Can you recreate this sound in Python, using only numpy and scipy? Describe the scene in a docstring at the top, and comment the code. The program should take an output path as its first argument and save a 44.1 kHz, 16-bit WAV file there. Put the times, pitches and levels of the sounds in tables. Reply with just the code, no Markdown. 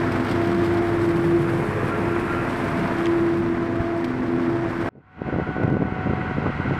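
"""A maize stubble field: a tractor pulls a silage wagon past while a forage harvester chops beside it.
The knife drum hums, the diesel roars, the wagon box booms, leaves and stalks crack under the tyres.
After an abrupt cut the field fades in again with the machines far off, the unloaded drum whining higher,
and gusts of wind thump on the microphone."""
import sys
import numpy as np
from scipy import signal
from scipy.fft import rfft, irfft
from scipy.io import wavfile

SR = 44100
rng = np.random.default_rng(int(sys.argv[2]) if len(sys.argv) > 2 else 0)


def store_wav(level_fs):
    """Save 16-bit WAV to argv[1]."""
    pcm = np.round(np.clip(np.atleast_2d(level_fs), -1, 1) * 32767)
    wavfile.write(sys.argv[1], SR, pcm.T.astype(np.int16))


N = 299439
TIME = np.arange(N) / SR
FREQS = np.maximum(np.fft.rfftfreq(N, 1 / SR), 1)
CUT_S, FADE_END_S = 4.890, 5.281   # the close pass ends; the far view is fully up


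def from_db(db):
    """Decibels to gain."""
    return 10 ** (np.asarray(db) / 20)


def unit_rms(x):
    """Scale to unit power."""
    return x / np.sqrt(np.mean(x ** 2) + 1e-20)


def automation(rows):
    """Breakpoints to one curve for each column after the time."""
    times, *columns = np.transpose(rows)
    return [np.interp(TIME, times, column) for column in columns]


def swell(start, length, attack, release):
    """Rise to 1 by the start, hold for the length, fall to 0."""
    return np.clip(np.minimum((TIME - start) / attack, (start + length - TIME) / release) + 1, 0, 1)


def drift(rate_hz):
    """A smooth random wobble, mostly slower than the rate; rms 1."""
    return unit_rms(irfft(rfft(rng.standard_normal(N)) / (1 + (FREQS / rate_hz) ** 2), N))


def equalise(x, curve, notches=()):
    """Shape a signal with an EQ curve and optional narrow notches; rms 1."""
    hz, db = np.transpose(curve)
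    shape_db = np.interp(np.log(FREQS), np.log(hz), db)
    for centre, width, depth in notches:
        shape_db = shape_db + depth / (1 + ((FREQS - centre) / width) ** 2)
    return unit_rms(irfft(rfft(x) * from_db(shape_db), N))


def phase(hz):
    """Running angle of a steady or gliding pitch."""
    return 2 * np.pi * np.cumsum(hz * np.ones(N)) / SR


def tone(angle, db):
    """A sine of this rms level."""
    return np.sqrt(2) * from_db(db) * np.sin(angle)


def grains(per_s, spread_db):
    """Random clicks of uneven size and sign; rms 1."""
    sizes = from_db(spread_db * np.minimum(rng.exponential(1, N), 4))
    return unit_rms(sizes * rng.choice([-1, 1], N) * (rng.random(N) < per_s / SR))


def clicks(hits, curve):
    """One short equalised click for each (time [s], peak [dB])."""
    spikes, impulse = np.zeros(N), np.zeros(N)
    impulse[N // 2] = 1
    for s, db in hits:
        spikes[round(s * SR)] = from_db(db)
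    click = equalise(impulse, curve)[N // 2 - 200:N // 2 + 201]
    return signal.fftconvolve(spikes, click / click.max(), "same")


def thumps(hits):
    """Each pressure bump dips and swings back within one cycle."""
    out = np.zeros(N)
    for s, db, hz in hits:
        span = slice(max(round((s - .05) * SR), 0), round((s + .05) * SR))
        swing = 2 * np.pi * hz * (TIME[span] - s)
        bump = swing / (1 + (swing * 0.59) ** 2) ** 2
        out[span] += from_db(db) * bump / np.abs(bump).max()
    return out


# pitch of the loaded drum: (time [s], knife rate [Hz])
DRUM_PITCH = [(0, 340.5), (.2, 337.5), (.55, 342.5), (.78, 343.8), (1.1, 339), (1.3, 341.5), (1.52, 339),
              (1.62, 341), (1.76, 338), (2, 341), (2.3, 344.5), (2.6, 341.5), (3, 337.8), (3.45, 338.3),
              (3.8, 337.3), (4.25, 339.8), (4.6, 337.5), (4.89, 336.5)]
# its hum at the knife rate: (time [s], level [dB])
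DRUM_HUM = [(0, -25), (.21, -34), (.38, -26.5), (.52, -24), (.76, -21.5), (.94, -21.5), (1.02, -21.5),
            (1.17, -20.5), (1.27, -24.5), (1.36, -16.5), (1.45, -26), (1.64, -27), (1.73, -36.5),
            (2, -32.5), (2.07, -24), (2.17, -24.5), (2.24, -29.5), (2.3, -28), (2.45, -32.5), (2.78, -37),
            (2.97, -27), (3.09, -20), (3.25, -21.5), (3.55, -25), (3.78, -30), (3.98, -25), (4.17, -38),
            (4.27, -28.5), (4.45, -25.5), (4.66, -25), (4.74, -36), (4.81, -25.5), (4.87, -34)]
# partials a fourth below, a third above and an octave above the hum: (time [s], level [dB])
FOURTH_BELOW = [(0.0, -33), (0.2, -27.5), (0.76, -41), (0.8, -34), (1.53, -68), (1.57, -45), (2.82, -29),
                (3.2, -56), (3.44, -26.5), (3.96, -44), (4.03, -30.5), (4.49, -24), (4.54, -40),
                (4.87, -37)]
THIRD_ABOVE = [(0, -44), (1.0, -36), (1.35, -48), (1.45, -36), (2.02, -34), (2.15, -40.5), (3.1, -44),
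               (4.89, -45.5)]
OCTAVE_ABOVE = [(0, -39), (.17, -36.5), (.32, -43), (.39, -30.5), (.7, -38.5), (.8, -31.5), (.95, -39),
                (1.08, -44), (2.4, -41), (2.65, -36.5), (2.9, -36), (3, -39.5), (3.55, -40.5),
                (3.97, -32.5), (4.13, -47), (4.5, -40.5), (4.65, -35.5), (4.76, -48), (4.85, -35.5)]
# weak undertones at 1/8 and 3/8 of the knife rate: (level [dB])
UNDERTONES = [-53, -39.5]

def chopper_drum():
    """Knives pass the shear bar; the uneven flow of crop makes each partial waver in its own way."""
    knife_hz, = automation(DRUM_PITCH)
    hum_db, = automation(DRUM_HUM)
    fourth_db, = automation(FOURTH_BELOW)
    third_db, = automation(THIRD_ABOVE)
    octave_db, = automation(OCTAVE_ABOVE)
    angle = phase(knife_hz) + 0.27 * drift(11)
    hum = tone(angle, hum_db + 1.12 * drift(13))
    multiples = [3 / 4, 5 / 4, 2, 1 / 8, 3 / 8]
    levels = [fourth_db, third_db, octave_db, *UNDERTONES]
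    partials = sum(tone(multiple * angle + .28 * drift(20), db + 1.6 * drift(20))
                   for multiple, db in zip(multiples, levels))
    # the rough third harmonic is beamed and sweeps by once, at 3.2 s
    beam_db = -43.5 - 9 * np.abs(TIME - 3.2)
    beam = tone(phase(3 * knife_hz), beam_db) * (1 + 0.22 * drift(25))
    return hum + partials + beam


# fader ride on the close engine roar: (time [s], relative level [dB])
ROAR_RIDE = [(0.0, -30), (1.47, -33), (1.49, -31.5), (2.88, -30), (3.39, -34.5), (3.97, -34.5),
             (4.15, -35.5), (4.74, -34), (4.85, -31.5)]
# midrange roar and low rolling rumble: (frequency [Hz], relative gain [dB])
ROAR_EQ = [(150, -3.5), (400, 0), (600, -1), (800, -0.5), (1000, 1.5), (1200, -0.5), (1600, -1), (2200, -7),
           (3000, -20.5), (4000, -26.5), (5400, -31), (6500, -35.5), (9000, -42.5), (15000, -62.5)]
RUMBLE_EQ = [(20, -29), (45, -12), (62, -11.5), (90, -7), (160, -1), (230, -3), (310, -2), (400, -7),
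             (520, -14), (800, -18.5), (2000, -53), (8000, -93.5)]

def tractor(firing_hz=101.7):
    """The diesel's clatter pulses with firing and drum; firing tone and rumble sink as it pulls away."""
    roar_db, = automation(ROAR_RIDE)
    knife_hz, = automation(DRUM_PITCH)
    firing_db = -32 - 2.0 * TIME + 1.5 * drift(6.5)
    rumble_db = -27 - 0.72 * TIME + drift(17)
    firing_angle = phase(firing_hz) + 0.72 * drift(4.7)
    chug = np.cos(phase(knife_hz / 4))
    pulsing = 1 + 0.065 * np.cos(firing_angle) + 0.014 * chug
    clatter = rng.standard_normal(N) + .5 * grains(per_s=700, spread_db=3.3)
    flicker = from_db(0.72 * drift(32))
    roar = from_db(roar_db + 1.5) * equalise(clatter * pulsing * flicker, ROAR_EQ)
    rumble = from_db(rumble_db) * equalise(rng.standard_normal(N) * (1 + 0.21 * chug), RUMBLE_EQ)
    return tone(firing_angle, firing_db) + roar + rumble


# fader rides on the tyre bed: (time [s], relative crunch level [dB], relative chaff level [dB])
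STUBBLE_RIDE = [(0, -47, -64), (.3, -44, -64.5), (1.6, -50.5, -59.5), (2.1, -53.5, -61.5),
                (2.7, -47.5, -61), (3.05, -49, -63.5), (3.65, -53, -73), (4.6, -53, -75),
                (4.89, -50.5, -66)]
# crisp crunch and airy chaff: (frequency [Hz], relative gain [dB])
CRUNCH_EQ = [(300, -30.5), (1500, -14), (3000, 11), (4200, 4), (5600, -1), (6600, -12.5), (8200, -5.5),
             (10000, -24), (13500, -13), (15500, -25)]
CHAFF_EQ = [(2000, -29), (5000, -9.5), (6600, -0.5), (8000, 3.5), (10300, 2.5), (11600, -1.5), (13500, -5),
            (15500, -13)]

def stubble():
    """Dry stubble crunches in clumps under the tyres while chaff hisses."""
    crunch_db, chaff_db = automation(STUBBLE_RIDE)
    clumps = drift(30)
    fibres = grains(per_s=1300 * from_db(3.5 * clumps), spread_db=2.3) + 0.7 * rng.standard_normal(N)
    crunch = from_db(crunch_db - 2.5 + clumps) * equalise(fibres, CRUNCH_EQ)
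    flakes = grains(per_s=3500 * from_db(4.6 * clumps), spread_db=3.4) + rng.standard_normal(N)
    chaff = from_db(chaff_db + 2.5 + 0.88 * drift(25)) * equalise(flakes, CHAFF_EQ)
    return crunch + chaff


# big leaves crushed under the tyres: (time [s], relative peak [dB])
LEAF_HITS = [(0.1186, -30), (0.157, -35), (0.178, -45), (0.247, -30), (0.285, -41), (0.2952, -33),
             (0.311, -27.5), (0.415, -35), (0.4728, -38), (0.5457, -35), (0.6614, -35), (0.8914, -38),
             (1.0161, -34), (1.0899, -34), (1.496, -44), (2.6414, -37), (2.8744, -35), (3.175, -43),
             (3.37, -39), (3.975, -40), (4.0437, -32)]
# their papery bite: (frequency [Hz], relative gain [dB])
LEAF_EQ = [(500, -30), (2200, 13), (3500, 1.5), (5000, 1.5), (6600, -13), (8200, -4.5), (11000, -18.5),
           (13500, -12), (16000, -26)]

def leaves(small_per_s=5.5, t60_s=0.06):
    """A big leaf snaps, then its fibres tear in a dying burst; small ones just tear, at random."""
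    _, chaff_db = automation(STUBBLE_RIDE)
    onsets = rng.integers(0, round(CUT_S * SR), round(small_per_s * CUT_S))
    small_hits = zip(TIME[onsets], chaff_db[onsets] + 11.5)
    bursts = sum((TIME >= s) * from_db(db - 60 * np.clip((TIME - s) / t60_s, 0, 2))
                 for s, db in [*LEAF_HITS, *small_hits])
    tearing = bursts * equalise(grains(per_s=2200, spread_db=2.0), LEAF_EQ)
    return from_db(1.5) * clicks(LEAF_HITS, LEAF_EQ) + from_db(-5) * tearing


# hollow booms on bumps: (time [s], hold [s], level [dB], pitch [Hz])
BOX_BOOMS = [(0.469, 0.067, -30, 186.5), (1.164, 0.49, -29.5, 152.9), (1.477, 0.42, -36, 493),
             (2.028, 0.089, -32, 206.3), (2.686, 0.16, -30.5, 176), (3.237, 0.14, -31, 188.4),
             (4.542, 0.29, -34.5, 127)]
# thuds over ruts: (time [s], peak [dB], centre [Hz])
RUT_THUDS = [(2.757, -24, 182), (3.8055, -14.5, 150), (3.889, -31, 260.5)]

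def wagon_box(width_to_pitch=0.14):
    """The big box booms in narrow bands of noise on the uneven ground and thuds over ruts."""
    out = thumps(RUT_THUDS)
    for s, hold, db, hz in BOX_BOOMS:
        angle, width_hz = phase(hz), width_to_pitch * hz
        ringing = drift(width_hz) * np.cos(angle) + drift(width_hz) * np.sin(angle)
        out += from_db(db) * swell(s, hold, attack=0.081, release=0.39) * ringing
    return out


def chute(loudest_s=2.26, fall_db_per_s=9.5, ring_hz=2480):
    """Chopped crop rattles up the ringing chute, loudest as it sweeps by."""
    db = -45 - fall_db_per_s * np.abs(TIME - loudest_s)
    resonance = signal.iirpeak(ring_hz, Q=ring_hz / 470, fs=SR)
    rattle = grains(per_s=4000, spread_db=4.3)
    ringing = signal.lfilter(*resonance, signal.lfilter(*resonance, rattle))
    return from_db(db) * unit_rms(ringing)


# flares of the drum's squeal: (time [s], hold [s], level [dB])
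SQUEAL_FLARES = [(1.912, 0.032, -32), (2.05, 0.18, -40), (2.292, 0.11, -35)]

def drum_squeal(pitch_hz=1374):
    """A rough squeal near four times the knife rate flares up as the harvester goes by."""
    flares = [from_db(db) * swell(s, hold, attack=0.017, release=0.026) for s, hold, db in SQUEAL_FLARES]
    return np.max(flares, axis=0) * tone(phase(pitch_hz) + 0.5 * drift(25), 2 * drift(30))


# thick stalks snapping: (time [s], peak [dB], tube pitch [Hz], burst decay t60 [s])
STALK_SNAPS = [(3.0576, -21, 3500, 0.013), (3.0672, -22, 2750, 0.014), (4.0446, -33, 3200, 0.023)]
# resonances of the tube: (multiple of its pitch [ratio], width [Hz], relative level [dB])
TUBE_MODES = [(.72, 499, 0), (1, 503.7, 0), (1.85, 796, -13), (3.2, 2975, -33)]

def stalks():
    """A short burst of breaking fibres rings the hollow stalk."""
    out, age = np.zeros(N), np.arange(SR // 16) / SR
    for s, db, hz, t60 in STALK_SNAPS:
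        burst = rng.standard_normal(len(age)) * from_db(-60 * age / t60)
        snap = 0
        for k, (multiple, width, mode_db) in enumerate(TUBE_MODES):
            centre = hz * multiple
            ring = signal.lfilter(*signal.iirpeak(centre, centre / width, fs=SR), burst)
            snap = snap + (-1) ** k * from_db(mode_db) * ring
        start = round(s * SR)
        out[start:start + len(age)] += from_db(db) * snap / np.abs(snap).max()
    return out


# gusts on the microphone: (time [s], hold [s], relative level [dB])
WIND_GUSTS = [(4.935, 0.048, -17), (5.283, 0.15, -24.5), (5.465, 0.032, -28), (5.59, .11, -25),
              (5.703, 0.1, -23), (5.814, .03, -23.5), (5.933, 0.065, -28), (6.03, 0.11, -25),
              (6.186, 0.051, -26.5), (6.297, .02, -28), (6.374, 0.16, -25.5), (6.654, 0.083, -25.5)]
# the wind ducks between gusts: (time [s], hold [s], level change [dB])
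WIND_LULLS = [(5.02, 0.14, -8), (5.307, 0.013, -7), (5.435, .02, -11), (5.528, 0.026, -8), (5.78, 0.01, -8),
              (5.905, 0.009, -3), (6, 0.0082, -5), (6.14, 0.022, -7), (6.33, .025, -6), (6.511, 0.069, -11)]
# dark smooth flow and brighter torn eddies: (frequency [Hz], relative gain [dB])
FLOW_EQ = [(20, -27), (50, -19), (85, 0), (140, 3.5), (220, -2.5), (330, -4.5), (500, -14.5), (800, -20),
           (1300, -35), (4000, -65), (12000, -100)]
FLUTTER_EQ = [(20, -47), (60, -16), (200, 8.5), (330, 3.5), (550, -1.5), (800, -10), (1200, -24),
              (2500, -50), (6000, -56), (12000, -89)]
# punches from the hardest eddies: (time [s], relative peak [dB], centre [Hz])
EDDY_THUMPS = [(5.2189, -6, 320), (5.2893, -13.5, 300), (5.3279, -14, 370), (5.3416, -12.5, 340),
               (5.3623, -11, 320), (5.3869, -10, 290), (5.3998, -9.5, 430), (5.4138, -17, 260),
               (5.492, -16, 330), (5.5665, -13, 430), (5.6003, -19, 300), (5.6144, -17, 330),
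               (5.6362, -6.5, 383), (5.6459, -9, 160), (5.6535, -12, 190), (5.6803, -8, 270),
               (5.6905, -16, 260), (5.7034, -11, 380), (5.7195, -12, 210), (5.7267, -8, 200),
               (5.7331, -15.5, 300), (5.7417, -7, 209), (5.7569, -17, 330), (5.7695, -7, 340),
               (5.8049, -13, 300), (5.8105, -23, 240), (5.8226, -9.5, 320), (5.8298, -10.5, 268),
               (5.8838, -16.5, 520), (5.9245, -13.5, 210), (5.9659, -17, 320), (6.0792, -29, 290),
               (6.0986, -12, 180), (6.1120, -12, 220), (6.1357, -9, 305), (6.1959, -18, 230),
               (6.3132, -14.5, 330), (6.3829, -12.5, 290), (6.439, -15, 270), (6.4598, -11.5, 270),
               (6.4665, -9, 462), (6.4945, -15, 170), (6.5025, -14.5, 260), (6.6015, -13, 199),
               (6.679, -16, 131), (6.7103, -9, 380), (6.7239, -15, 220), (6.7377, -17, 330)]
# sharp cracks within the gusts: (time [s], relative peak [dB])
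GUST_CRACKS = [(5.6354, -38), (5.6785, -44), (5.7014, -43), (5.7309, -46), (5.7683, -53), (5.8295, -51),
               (6.1344, -54)]
# their broad midrange snap: (frequency [Hz], relative gain [dB])
CRACK_EQ = [(100, 4), (700, 6), (2000, 6), (5000, -1), (9000, -12), (15000, -16)]

def wind(breeze_db=-31):
    """Lumpy turbulence on the microphone; stronger gusts tear into flutter, thumps and cracks."""
    gusts = [(db - breeze_db) * swell(s, hold, attack=0.049, release=0.06) for s, hold, db in WIND_GUSTS]
    lulls = sum(db * swell(s, hold, attack=0.0074, release=0.0074) for s, hold, db in WIND_LULLS)
    wind_db = breeze_db + np.max(gusts, axis=0) + lulls
    flow_db = wind_db - 3.5
    flutter_db = flow_db + 0.17 * np.clip(wind_db + 19, -10, 6)   # harder wind is brighter
    lumps = from_db(1.6 * drift(40))
    flow = from_db(flow_db) * equalise(rng.standard_normal(N) * lumps, FLOW_EQ)
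    flutter = from_db(flutter_db) * equalise(grains(per_s=350, spread_db=3.1) * lumps, FLUTTER_EQ)
    low_cut = signal.butter(1, 60, "high", fs=SR, output="sos")
    buffets = signal.sosfiltfilt(low_cut, thumps(EDDY_THUMPS))
    return flow + flutter + from_db(-2.5) * buffets + from_db(10.5) * clicks(GUST_CRACKS, CRACK_EQ)


# fader ride on the distant machines: (time [s], relative level [dB])
FAR_RIDE = [(5.3, -39), (5.39, -38), (5.626, -38), (5.768, -41), (6.05, -37), (6.79, -34.5)]
# their dull roar and thin hiss: (frequency [Hz], relative gain [dB])
FAR_ROAR_EQ = [(30, -7), (90, 10.5), (200, 6.5), (400, -13.5), (700, -6.5), (950, -1), (1220, -4.5),
               (1520, 3.5), (2050, -3), (2700, -15), (3400, -36), (5000, -59.5), (12000, -84)]
FAR_HISS_EQ = [(1800, -3.5), (3000, 4), (4100, -5), (5000, -11.5), (6000, -17), (7500, -21.5),
               (9500, -27.5), (12000, -39), (15000, -47)]
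# bands cancelled by the ground reflection: (centre [Hz], half-width [Hz], depth [dB])
GROUND_NOTCHES = [(1730, 120, -12.5), (2330, 120, -4.5), (3600, 140, -4.5)]
# faint whines of drum and gears that follow the ride: (pitch [Hz], relative level [dB])
GEAR_TONES = [(134.6, -8), (1347.5, -15.5), (1897, -22), (2597.4, -32.5), (3340.4, -39), (4040.7, -38.5)]

def distant_machines():
    """Far roar and hiss throb with the engines, hollowed by the ground reflection; gears sing faintly."""
    ride_db, = automation(FAR_RIDE)
    swing_db = ride_db - ride_db[TIME > FADE_END_S].mean()
    hiss_db = -52.5 + 1.35 * swing_db   # the hiss swings more widely than the roar
    roar_db = ride_db + 6.5 + .5 * drift(7.8)
    throb = 1 + 0.056 * np.cos(phase(74.2)) + 0.037 * np.cos(phase(120)) + 0.048 * np.cos(phase(23))
    roar = from_db(roar_db) * equalise(rng.standard_normal(N) * throb, FAR_ROAR_EQ, GROUND_NOTCHES)
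    hiss = from_db(hiss_db) * equalise(rng.standard_normal(N) * throb, FAR_HISS_EQ, GROUND_NOTCHES)
    gears = sum(tone(phase(hz * (1 + 0.00058 * drift(5.8))), ride_db + db + 0.66 * drift(4))
                for hz, db in GEAR_TONES)
    return roar + hiss + from_db(4) * gears


# fader ride on the empty drum's whine: (time [s], level [dB])
WHINE_RIDE = [(5.3, -41.5), (5.52, -38.3), (5.85, -41.5), (6.35, -39.5), (6.5, -47), (6.79, -40.5)]
# its harmonics: (multiple of the knife rate [ratio], level against the ride [dB])
WHINE_HARMONICS = [(2, .5), (3, -11), (4, -3)]

def unloaded_drum(knife_hz=370.95):
    """With no crop to cut, the drum spins faster and whines in clean harmonics."""
    angle = phase(knife_hz) + .025 * drift(10)
    whine_db, = automation(WHINE_RIDE)
    return sum(tone(multiple * angle, whine_db + db + 1.5 * drift(5.2))
               for multiple, db in WHINE_HARMONICS)


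# the distant harvester's turbocharger: (time [s], pitch [Hz], level [dB])
TURBO_WHISTLE = [(5.3, 11700, -108), (5.5, 11820, -92), (5.65, 12050, -101), (5.95, 12600, -114),
                 (6.25, 12830, -104), (6.45, 12940, -94), (6.79, 13100, -89.5)]

def turbo():
    """A faint thin whistle climbs as the engine takes up load."""
    hz, db = automation(TURBO_WHISTLE)
    return tone(phase(hz + 10 * drift(20)), db + 2 * drift(12))


# distant puffs of noise: (time [s], hold [s], level [dB], centre [Hz], width [Hz])
FAR_RUSHES = [(5.63, 0.013, -43, 2020, 300), (6.457, 0.016, -30.5, 1080, 300)]

def rushes(edge_s=0.0073):
    """Two brief rushes of narrow-band noise stand out of the far roar."""
    out = np.zeros(N)
    for s, hold, db, hz, width in FAR_RUSHES:
        band = signal.butter(2, [hz - width / 2, hz + width / 2], "band", fs=SR, output="sos")
        rush = unit_rms(signal.sosfilt(band, rng.standard_normal(N)))
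        out += from_db(db) * swell(s, hold, edge_s, edge_s) * rush
    return out


def scene(fade_db_per_s=113.5):
    """The close pass, a hard cut, then the far view fades up from a quiet floor; mono."""
    near = chopper_drum() + tractor() + stubble() + leaves() + wagon_box()
    near += chute() + drum_squeal() + stalks()
    fade_in = from_db(fade_db_per_s * np.minimum(TIME - FADE_END_S, 0)) + from_db(-40)
    far = fade_in * (wind() + distant_machines() + unloaded_drum() + turbo() + rushes())
    after_cut = np.clip((TIME - CUT_S) / .002 + .5, 0, 1)   # 2 ms crossfade
    return (near * (1 - after_cut) + far * after_cut)[None]


def record(dry, ceiling=.305, cutoff_hz=15600):
    """The strongest peaks overload into a soft clip; a steep low-pass takes off the top."""
    limited = dry / (1 + (dry / ceiling) ** 10) ** (1 / 10)
    return signal.sosfilt(signal.ellip(12, .1, 80, cutoff_hz, fs=SR, output="sos"), limited)


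dry = scene()
out = record(dry)
store_wav(out)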